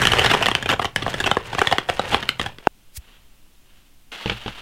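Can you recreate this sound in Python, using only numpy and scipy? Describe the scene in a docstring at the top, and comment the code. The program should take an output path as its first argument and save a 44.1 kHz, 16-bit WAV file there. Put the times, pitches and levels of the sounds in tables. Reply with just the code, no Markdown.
"""Boxes poured onto a desk

Small cardboard boxes pour out of a cloth bag onto a desk, close to the microphone. Quick contacts at each
landing excite damped panel modes, with a faint treble haze around them, while random grains make the heap
slide and the cloth rustle beneath. A dry modal knock follows, then a sleeve's noise swish and sinking puff,
and grains of rustling clothes with a few bumps that ring the desk's low modes. Shaped noise forms the quiet
room underneath."""
import sys
import numpy as np
from scipy import signal
from scipy.fft import rfft, irfft, next_fast_len
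from scipy.io import wavfile
from scipy.ndimage import uniform_filter1d

SR = 44100
rng = np.random.default_rng(int(sys.argv[2]) if len(sys.argv) > 2 else 0)


def bounce(signal):
    """Save signal as a 16-bit WAV file at the path given by the first command-line argument."""
    frames = np.transpose(np.atleast_2d(signal))
    limited = np.clip(frames, -1, 1)
    pcm = np.round(limited * 32767).astype(np.int16)
    wavfile.write(sys.argv[1], SR, pcm)


N = 203389
TIME = np.arange(N) / SR
RING = np.arange(2560) / SR  # time axis of one short ring [s]

# Box landings; hardness is below 0 flat on a face, above 0 on an edge or corner:
# (time [s], span of the contacts [s], strength [dB], hardness [dB])
BOX_LANDINGS = [(0.0171, 0.0044, -18, 4), (.0307, .0048, -21.5, 4.5), (0.0524, 0.0019, -16.5, 5.5),
                (0.0706, .0013, -18.5, 11), (.1175, .003, -19.5, 8), (0.1342, 0.0011, -16, -1.5),
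                (0.1856, .0044, -17.5, 2), (0.1934, .0023, -16.5, 4.5), (0.2127, 0.0062, -20.5, -1),
                (0.2444, 0.0037, -16, 0.5), (0.2599, .0032, -17, 4), (.2985, 0.0066, -20, 4.5),
                (0.3119, 0.0049, -16, 3), (.3347, .0041, -16, -1), (.341, .0024, -17.5, -2.5),
                (0.3489, .001, -21, -8), (0.4101, 0.005, -24, -8), (0.4246, 0.0054, -17, 2),
                (0.4587, 0.0011, -21, 6.5), (.4654, 0.0012, -19.5, 5), (.4833, .0032, -17.5, -1.5),
                (.5138, 0.0023, -21, 1.5), (.551, 0.0012, -18, 7.5), (0.6254, 0.0026, -29, 6),
                (0.6584, 0.0025, -23.5, 1.5), (.6906, 0.0056, -17.5, 4), (0.7024, 0.0079, -19.5, 0),
                (.7148, 0.0024, -21, 3.5), (0.7254, 0.0032, -21.5, -4.5), (.7344, 0.0034, -21, -5.5),
                (0.7939, .0044, -21, -7), (.8167, 0.0062, -24, -0.5), (.845, 0.0023, -23, -3),
                (0.8532, 0.0026, -23.5, 1), (0.9608, 0.0017, -20.5, 7.5), (1.0216, 0.0055, -27, 2),
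                (1.0636, 0.002, -28, -14), (1.0792, 0.0023, -27, -5.5), (1.1397, .0032, -24.5, 0.5),
                (1.2017, 0.0056, -23, 5.5), (1.24, 0.0026, -22.5, 4), (1.2606, 0.0047, -19.5, 2.5),
                (1.2723, 0.0039, -20.5, -1.5), (1.3137, 0.0018, -15, -1.5), (1.369, .0015, -19.5, -13),
                (1.5287, .004, -28.5, -4.5), (1.5484, 0.0028, -27, -2.5), (1.5821, 0.0037, -21.5, -7),
                (1.591, 0.002, -24, 7), (1.6154, 0.0026, -14.5, -6.5), (1.6718, 0.0018, -19.5, 8),
                (1.7122, 0.0038, -21.5, -2.5), (1.7242, 0.003, -15, -3), (1.783, 0.0018, -17, 1),
                (1.8878, 0.006, -18.5, -4), (1.8984, 0.0011, -24, 3.5), (1.994, 0.0023, -20, -8),
                (2.1198, 0.0065, -23, -3), (2.134, 0.0069, -22.5, 0), (2.1449, .0019, -14, -3),
                (2.2265, 0.0036, -29.5, 6.5), (2.2903, 0.00074, -25, 18.5), (2.3954, 0.003, -21.5, 1),
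                (2.4143, .0015, -31, 11), (2.4604, 0.0032, -26, 0), (2.5846, .0012, -46, 8)]
TYPICAL_DB = -21  # landing strength at which the responses below are stated
# Frequency ranges of thump, panel, edge and crack: (low [Hz], high [Hz])
PART_BANDS = [(70, 350), (350, 1400), (1400, 4200), (4200, 16000)]
# How thump, panel, edge and crack answer a landing:
# (level at typical strength [dB], slope with strength [dB/dB], slope with hardness [dB/dB])
PART_RESPONSES = [(-27.5, 0.55, -0.06), (-22.6, 1.0, -0.63), (-20, 0.97, 0.5572), (-30.8, .92, 0.72)]
# Mean modes of a box: (multiple of the panel pitch [ratio], relative level [dB], t60 [s])
BOX_MODES = [(.2, -18, 0.037), (.6, -4.5, .02), (.95, 2.5, 0.017), (1.42, 4, .012), (1.95, -2, 0.012),
             (2.35, -1, 0.014), (3.5, -4, 0.015), (4.1, -1.5, 0.013)]
# Spectral colour of cardboard: (frequency [Hz], gain [dB])
CARDBOARD_COLOUR = [(35, -31.5), (60, -0.5), (103, -1.5), (227, -5.5), (458, -4), (621, -6), (749, -8),
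                    (1340, -8), (1820, -4), (2350, -4), (3190, -1.5), (4320, -11.5), (8710, -20.5),
                    (14600, -33), (16000, -37)]
# Note of the desk top under a landing; its level is relative to the box's panels
DESK_TOP_HZ, DESK_TOP_T60_S, DESK_TOP_DB = 749.5, .028, -6.5
# Treble haze around each landing: level relative to the landing, exponential constant either side
HAZE_DB, HAZE_S = -25, .005
# The sliding heap, in surges as the bag is shaken and lifted:
# (time [s], rubbing gain [dB], desk rumble gain [dB])
HEAP_SURGES = [(0, -24, -27.5), (.22, -21.5, -28), (.48, -26, -36.5), (.63, -36, -36.5), (.72, -26.5, -33),
               (.78, -54, -36.5), (.955, -54.5, -52), (.97, -31.5, -33), (1.3, -31, -35.5),
               (1.41, -39, -43.5), (1.53, -32, -39.5), (1.68, -29, -46), (1.86, -42, -45.5),
               (2.14, -24, -34.5), (2.37, -49, -49.5), (2.44, -31.5, -35.5), (2.56, -54.5, -53.5),
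               (2.65, -47, -63)]
STIR_DB, SETTLE_T60_S = -13, .19  # each landing jostles its neighbours, which then settle
TICK_T60_S = .006  # a corner slipping off a neighbour
# The bag's cloth dragging over the boxes: (time [s], gain [dB])
BAG_DRAG = [(0, -34.5), (.2, -35), (.35, -37.5), (.52, -52), (.6, -90.5)]
# The bag and its straps brushing the heap as they are lifted away:
# (middle time [s], Gaussian half length [s], gain [dB])
BAG_BRUSHES = [(1.101, 0.0077, -35), (1.22, .12, -47), (1.47, .012, -44), (1.66, .1, -46),
               (1.945, .025, -46), (2.11, .04, -41.5), (2.429, .009, -41)]
# Modes of the dry knock: (frequency [Hz], relative level [dB], t60 [s])
KNOCK_MODES = [(195, -17, 0.032), (374, -10, 0.025), (800, -0.5, .012), (1540, -7.5, 0.0083),
               (2715, -19, 0.018), (6870, -33, 0.0082)]
KNOCK_S, KNOCK_LENGTH_S, KNOCK_DB = 2.671, 0.0055, 4
# Spectral colour of the sleeve's swish: (frequency [Hz], gain [dB])
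SWISH_COLOUR = [(700, -18), (1500, -13), (2200, -1), (3000, -6), (4200, 0), (9000, -1), (16000, -3)]
# Soft moves of the arm: (middle time [s], half length [s], gain [dB])
ARM_STROKES = [(3.107, .11, -55.5), (3.76, .12, -62)]
# Clothes of someone settling at the desk: (time [s], gain [dB])
CLOTHES_GAIN = [(4.12, -33.5), (4.21, -37), (4.32, -37.5), (4.38, -39), (4.54, -41.5), (4.6, -39)]
CLOTHES_START_S, CLOTHES_ATTACK_S = 4.115, 0.0053
# Spectral colour of cloth: (frequency [Hz], gain [dB])
CLOTH_COLOUR = [(120, -39.5), (200, -7.5), (328, -11.5), (1270, -7), (2420, -8), (2750, -2.5), (3190, -4.5),
                (5420, -21), (13100, -34.5), (16000, -40)]
# Bumps against the desk; all thuds share a further offset:
# (time [s], relative thud level [dB], click level [dB])
DESK_BUMPS = [(4.259, -22, -26), (4.277, -40, -30), (4.297, -28.5, -19), (4.319, -28.5, -32),
              (4.461, -27.5, -32.5), (4.480, -33.5, -27.5)]
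# Mean modes of the desk: (frequency [Hz], relative level [dB], t60 [s])
DESK_MODES = [(49, -15, 0.45), (123, -6, 0.28), (207, -1.5, .11), (317, -3.5, 0.053), (473, 3, 0.034),
              (806, -3.5, 0.055)]
# Spectral colour of the quiet room: (frequency [Hz], gain [dB])
ROOM_COLOUR = [(14, -0.5), (28, -10), (50, -16), (80, -22.5), (280, -28.5), (450, -35.5), (1700, -40.5),
               (3000, -36.5), (4500, -41.5), (16000, -44.5)]
ROOM_DB = -48.5
TOP_HZ = 15900  # upper limit of the microphone's band


def undb(db):
    """Logarithmic level: decibels become an amplitude gain."""
    return 10 ** (np.asarray(db) / 20)


def level(x, db=0):
    """Root mean square: scale a steady sound to an rms level."""
    return x * undb(db) / np.sqrt(np.mean(x ** 2))


def blow(x, db):
    """Impulse energy: give a short sound the energy of 10 ms at this rms level."""
    return x * undb(db) * np.sqrt(.01 * SR / np.sum(x ** 2))


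def fade(t, t60):
    """Exponential damping: amplitude falls 60 dB in t60 seconds."""
    return np.exp(-np.log(1000) * t / t60)


def curve(rows, axis=1):
    """Linear interpolation: one column of a table, joined by straight lines in time."""
    rows = np.array(rows)
    return np.interp(TIME, rows[:, 0], rows[:, axis])


def convolve(x, response):
    """Linear superposition: send x through a response, keeping its length."""
    size = next_fast_len(x.shape[-1] + response.shape[-1], True)
    return irfft(rfft(x, size) * rfft(response, size), size)[..., :x.shape[-1]]


def band(x, low_hz, high_hz, order=3):
    """Band limitation: a causal Butterworth band-pass."""
    edges = [low_hz, min(high_hz, .45 * SR)]
    return signal.sosfilt(signal.butter(order, edges, "band", fs=SR, output="sos"), x)


def colour(x, points, size=4096):
    """Minimum phase: a causal filter through (Hz, dB) points, along the last axis."""
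    hz, db = np.transpose(points)
    bins_hz = np.arange(size // 2 + 1) * SR / size
    gain = undb(np.interp(np.log(bins_hz + 1), np.log(hz), db))
    # folding the cepstrum forward in time makes the filter causal
    cepstrum = irfft(np.log(gain))[:size // 2]
    cepstrum[1:] *= 2
    return convolve(x, irfft(np.exp(rfft(cepstrum, size))))


def add(out, s, x):
    """Superposition: mix x into out at time s."""
    i = max(int(s * SR), 0)
    out[i:i + len(x)] += x[:N - i]


def grains(rate, spread_db):
    """Random impulses: tiny contacts at a mean rate per second, a few much stronger than the rest."""
    size = undb(spread_db * np.minimum(rng.exponential(size=N), 4))
    return (rng.random(N) < rate / SR) * size * rng.choice([-1, 1], N)


def spill(wet_db=-17, room_t60=0.21):
    """Reverberation: the whole pour with a small room's short answer, ending at the knock."""
    dry = landings() + haze() + heap() + bag()
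    t = TIME[:SR // 2]
    tail = band(rng.standard_normal(len(t)), 140, 7000, order=1) * fade(t, room_t60) * (t > .005)
    wet = convolve(dry, tail / np.linalg.norm(tail))
    return (dry + undb(wet_db) * wet) * (TIME < KNOCK_S)


def landings(panel_hz=790, size_spread=.06):
    """Impact excitation: boxes differ in pitch; strength and hardness set the balance of their parts."""
    out = np.zeros(N)
    times, spans, strength, hardness = np.transpose(BOX_LANDINGS)
    hits = []
    for span in spans:
        pitch_hz = panel_hz * np.exp(size_spread * rng.standard_normal())
        hits.append(convolve(contacts(span), box(pitch_hz)))
    hits = colour(np.array(hits), CARDBOARD_COLOUR)
    parts_db = [base_db + by_strength * (strength - TYPICAL_DB) + by_hardness * hardness
                for base_db, by_strength, by_hardness in PART_RESPONSES]
    for (low, high), levels_db in zip(PART_BANDS, parts_db):
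        for s, part, db in zip(times, band(hits, low, high), levels_db):
            add(out, s, blow(part, db))
    # the desk top follows the panel level, halfway through the contacts
    for s, panel_db in zip(times + spans / 2, parts_db[1]):
        add(out, s, blow(desk_top(), panel_db + DESK_TOP_DB))
    return out


def contacts(span, clean_s=.002, rattle_db=-10, first_db=-5, count=14):
    """Contact force: a square landing is mostly one sharp strike; a glancing one touches and chatters too."""
    push = np.zeros(len(RING))
    glancing = np.clip(span / clean_s - .6, .1, 2)
    at = (rng.random(count) * min(2 * span, .03) * SR).astype(int)
    push[at] = glancing * undb(rattle_db) * rng.standard_normal(count)
    push[0] += glancing * undb(first_db)
    push[int(max(span - clean_s, 0) * SR)] += 1
    return push


def box(hz, crack_db=6, crack_t60=0.0073, scatter_db=2.3, detune=0.075, shiver_db=-15, shiver_t60=0.08):
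    """Modal synthesis: damped panel modes, noise for the edge's crack, a faint shiver of flaps and contents."""
    ratio, db, t60 = np.transpose(BOX_MODES)[:, :, None]
    chance = rng.standard_normal((3, len(BOX_MODES), 1))
    modes_hz = hz * ratio * (1 + detune * chance[0])
    # the place of the blow decides which modes answer
    gains = np.sign(chance[1]) * undb(db + scatter_db * chance[2])
    modes = gains * np.sin(2 * np.pi * modes_hz * RING) * fade(RING, t60)
    crack = undb(crack_db) * fade(RING, crack_t60)
    shiver = undb(shiver_db) * fade(RING, shiver_t60)
    return modes.sum(0) + (crack + shiver) * rng.standard_normal(len(RING))


def desk_top(detune=0.037):
    """Single damped mode: a short woody note, a little different at each spot on the desk."""
    hz = DESK_TOP_HZ * (1 + detune * rng.standard_normal())
    return np.sin(2 * np.pi * hz * RING) * fade(RING, DESK_TOP_T60_S)


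def haze():
    """Amplitude modulation: a faint treble noise swells just before each landing and fades just after it."""
    noise = colour(grains(rate=2500, spread_db=4), CARDBOARD_COLOUR)
    noise = level(band(noise, 6000, 16000, order=2))
    swell, t = np.zeros(N), RING - RING.mean()
    for s, span, db, _ in BOX_LANDINGS:
        first = max(-int((s + t[0]) * SR), 0)  # skip what falls before the start
        add(swell, s + t[0], undb(db + HAZE_DB) * np.exp(-np.abs(t[first:]) / HAZE_S))
    return noise * swell


def heap(rub_db=-2.8, hiss_db=-16.3, tick_db=-20, rumble_db=-1.0, desk_db=-5, count=7):
    """Granular friction: boxes of many pitches nudge each other, corners tick and the desk rumbles."""
    nudges = np.zeros(N)
    for hz in np.geomspace(620, 1020, count):
        nudges += signal.oaconvolve(grains(rate=130, spread_db=3.0), box(hz))[:N]
    nudges = colour(nudges, CARDBOARD_COLOUR)
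    snap = rng.standard_normal(len(RING)) * fade(RING, TICK_T60_S)
    ticks = colour(convolve(grains(rate=170, spread_db=4), snap), CARDBOARD_COLOUR)
    ticks = band(ticks, 4200, 16000, order=2)
    body = level(band(nudges, 260.5, 4200), rub_db)
    hiss = level(band(nudges, 4200, 16000), hiss_db)
    rub = body + hiss + level(ticks, tick_db)
    noise = rng.standard_normal(N)
    low = level(band(noise, 30, 134.6, order=2))
    desk = level(band(noise, 105, 125, order=1), desk_db)
    rumble = level(low + desk, rumble_db)
    # surges and jostling add as powers
    rub_gain = np.hypot(undb(curve(HEAP_SURGES, axis=1)), stir())
    return rub * rub_gain + rumble * undb(curve(HEAP_SURGES, axis=2))


def stir():
    """Energy decay: each landing makes the jostling of the heap jump, then it quickly settles."""
    power = np.zeros(N)
    for s, span, db, _ in BOX_LANDINGS:
        add(power, s + span, (undb(db + STIR_DB) * fade(TIME[:SR // 2], SETTLE_T60_S)) ** 2)
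    return np.sqrt(power)


def bag(body_db=8, brush_body_db=-2):
    """Stick-slip of coarse cloth: a bright scrape and a panel rasp as it slides off, then brushes the boxes."""
    drag = colour(grains(rate=9000, spread_db=2.5), CARDBOARD_COLOUR)
    scrape = level(band(drag, 3600, 16000, order=2))
    rasp = level(band(drag, 1400, 1950, order=1))
    brushes = sum(undb(db) * np.exp(-((TIME - s) / half) ** 2) for s, half, db in BAG_BRUSHES)
    snags = colour(grains(rate=1500, spread_db=4), CARDBOARD_COLOUR)
    snags = level(band(snags, 5000, 16000, order=2))
    sliding = (scrape + undb(body_db) * rasp) * undb(curve(BAG_DRAG))
    return sliding + (snags + undb(brush_body_db) * rasp) * brushes


def knock(crack_db=-25, crack_t60=.012):
    """Truncated modal ring: a loud hollow knock that stops dead after a few milliseconds."""
    out, t = np.zeros(N), TIME[:int(KNOCK_LENGTH_S * SR)]
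    ring = np.zeros(len(t))
    for k, (hz, db, t60) in enumerate(KNOCK_MODES):
        # neighbouring modes start in opposite directions
        ring += (-1) ** k * undb(db) * np.sin(2 * np.pi * hz * t) * fade(t, t60)
    crack = band(rng.standard_normal(len(t)), 500, 6000, order=1) * fade(t, crack_t60)
    struck = ring + undb(crack_db) * crack
    add(out, KNOCK_S, undb(KNOCK_DB) * struck * signal.windows.tukey(len(t), .14))
    return out


def sleeve(peak_s=2.974, rise_s=0.011, fall_s=0.0042, hiss_db=-29.5, puff_db=-27,
           start_hz=140, end_hz=45, puff_s=0.018):
    """Noise burst and gliding tone: a quick swish, then a soft low puff that sinks in pitch."""
    t = TIME - peak_s
    hiss = level(colour(rng.standard_normal(N), SWISH_COLOUR), hiss_db)
    hiss *= np.exp(-np.abs(t) / np.where(t < 0, rise_s, fall_s))
    age = np.maximum(t, 0) / puff_s
    puff_hz = end_hz + (start_hz - end_hz) * np.exp(-2 * age)
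    phase = 2 * np.pi * np.cumsum(puff_hz * (t > 0)) / SR
    puff = 2 * age * np.exp(-age ** 2) * np.sin(phase)
    return hiss + undb(puff_db) * puff


def clothes(flutter_db=1.5, flutter_s=0.017):
    """Stick-slip of fibres: uneven rustle from two soft arm moves, then someone settling at the desk."""
    flutter = level(uniform_filter1d(rng.standard_normal(N), int(flutter_s * SR)))
    fibres = level(colour(grains(rate=5000, spread_db=2.3), CLOTH_COLOUR))
    arm = sum(undb(db) / (1 + ((TIME - s) / half) ** 2) for s, half, db in ARM_STROKES)
    onset = np.clip((TIME - CLOTHES_START_S) / CLOTHES_ATTACK_S, 0, 1)
    body = undb(curve(CLOTHES_GAIN)) * onset
    return fibres * (arm + body) * undb(flutter_db * flutter)


def bumps(click_t60=.017, tail_db=-13, tail_t60=0.14, thud_db=2.5, dull_hz=4600):
    """Modal impact: each bump rings the desk's low modes under a dull click and a short rattle."""
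    out, t = np.zeros(N), TIME[:SR // 2]
    for s, low_db, click_db in DESK_BUMPS:
        thud = np.zeros(len(t))
        for hz, db, t60 in DESK_MODES:
            mode_hz = hz * (1 + 0.054 * rng.standard_normal())
            thud += undb(db) * np.sin(2 * np.pi * mode_hz * t) * fade(t, t60)
        decay = fade(t, click_t60) + undb(tail_db) * fade(t, tail_t60)
        click = colour(rng.standard_normal(len(t)) * decay, CLOTH_COLOUR)
        click = band(click, 100, dull_hz, order=2)
        add(out, s, blow(thud, low_db + thud_db) + blow(click, click_db))
    return out


def room():
    """Stationary noise: the quiet rumble and hiss of the room."""
    return level(colour(rng.standard_normal(N), ROOM_COLOUR), ROOM_DB)


def scene():
    """Superposition: all sources sound together over the room, in one channel."""
    return (spill() + knock() + sleeve() + clothes() + bumps() + room())[None]


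def record(dry):
    """Saturation and band limitation: peaks clip at full scale, then the top is cut."""
    clipped = np.clip(dry, -1, 1)
    return signal.sosfilt(signal.ellip(10, .2, 70, TOP_HZ, fs=SR, output="sos"), clipped)


dry = scene()
out = record(dry)
bounce(out)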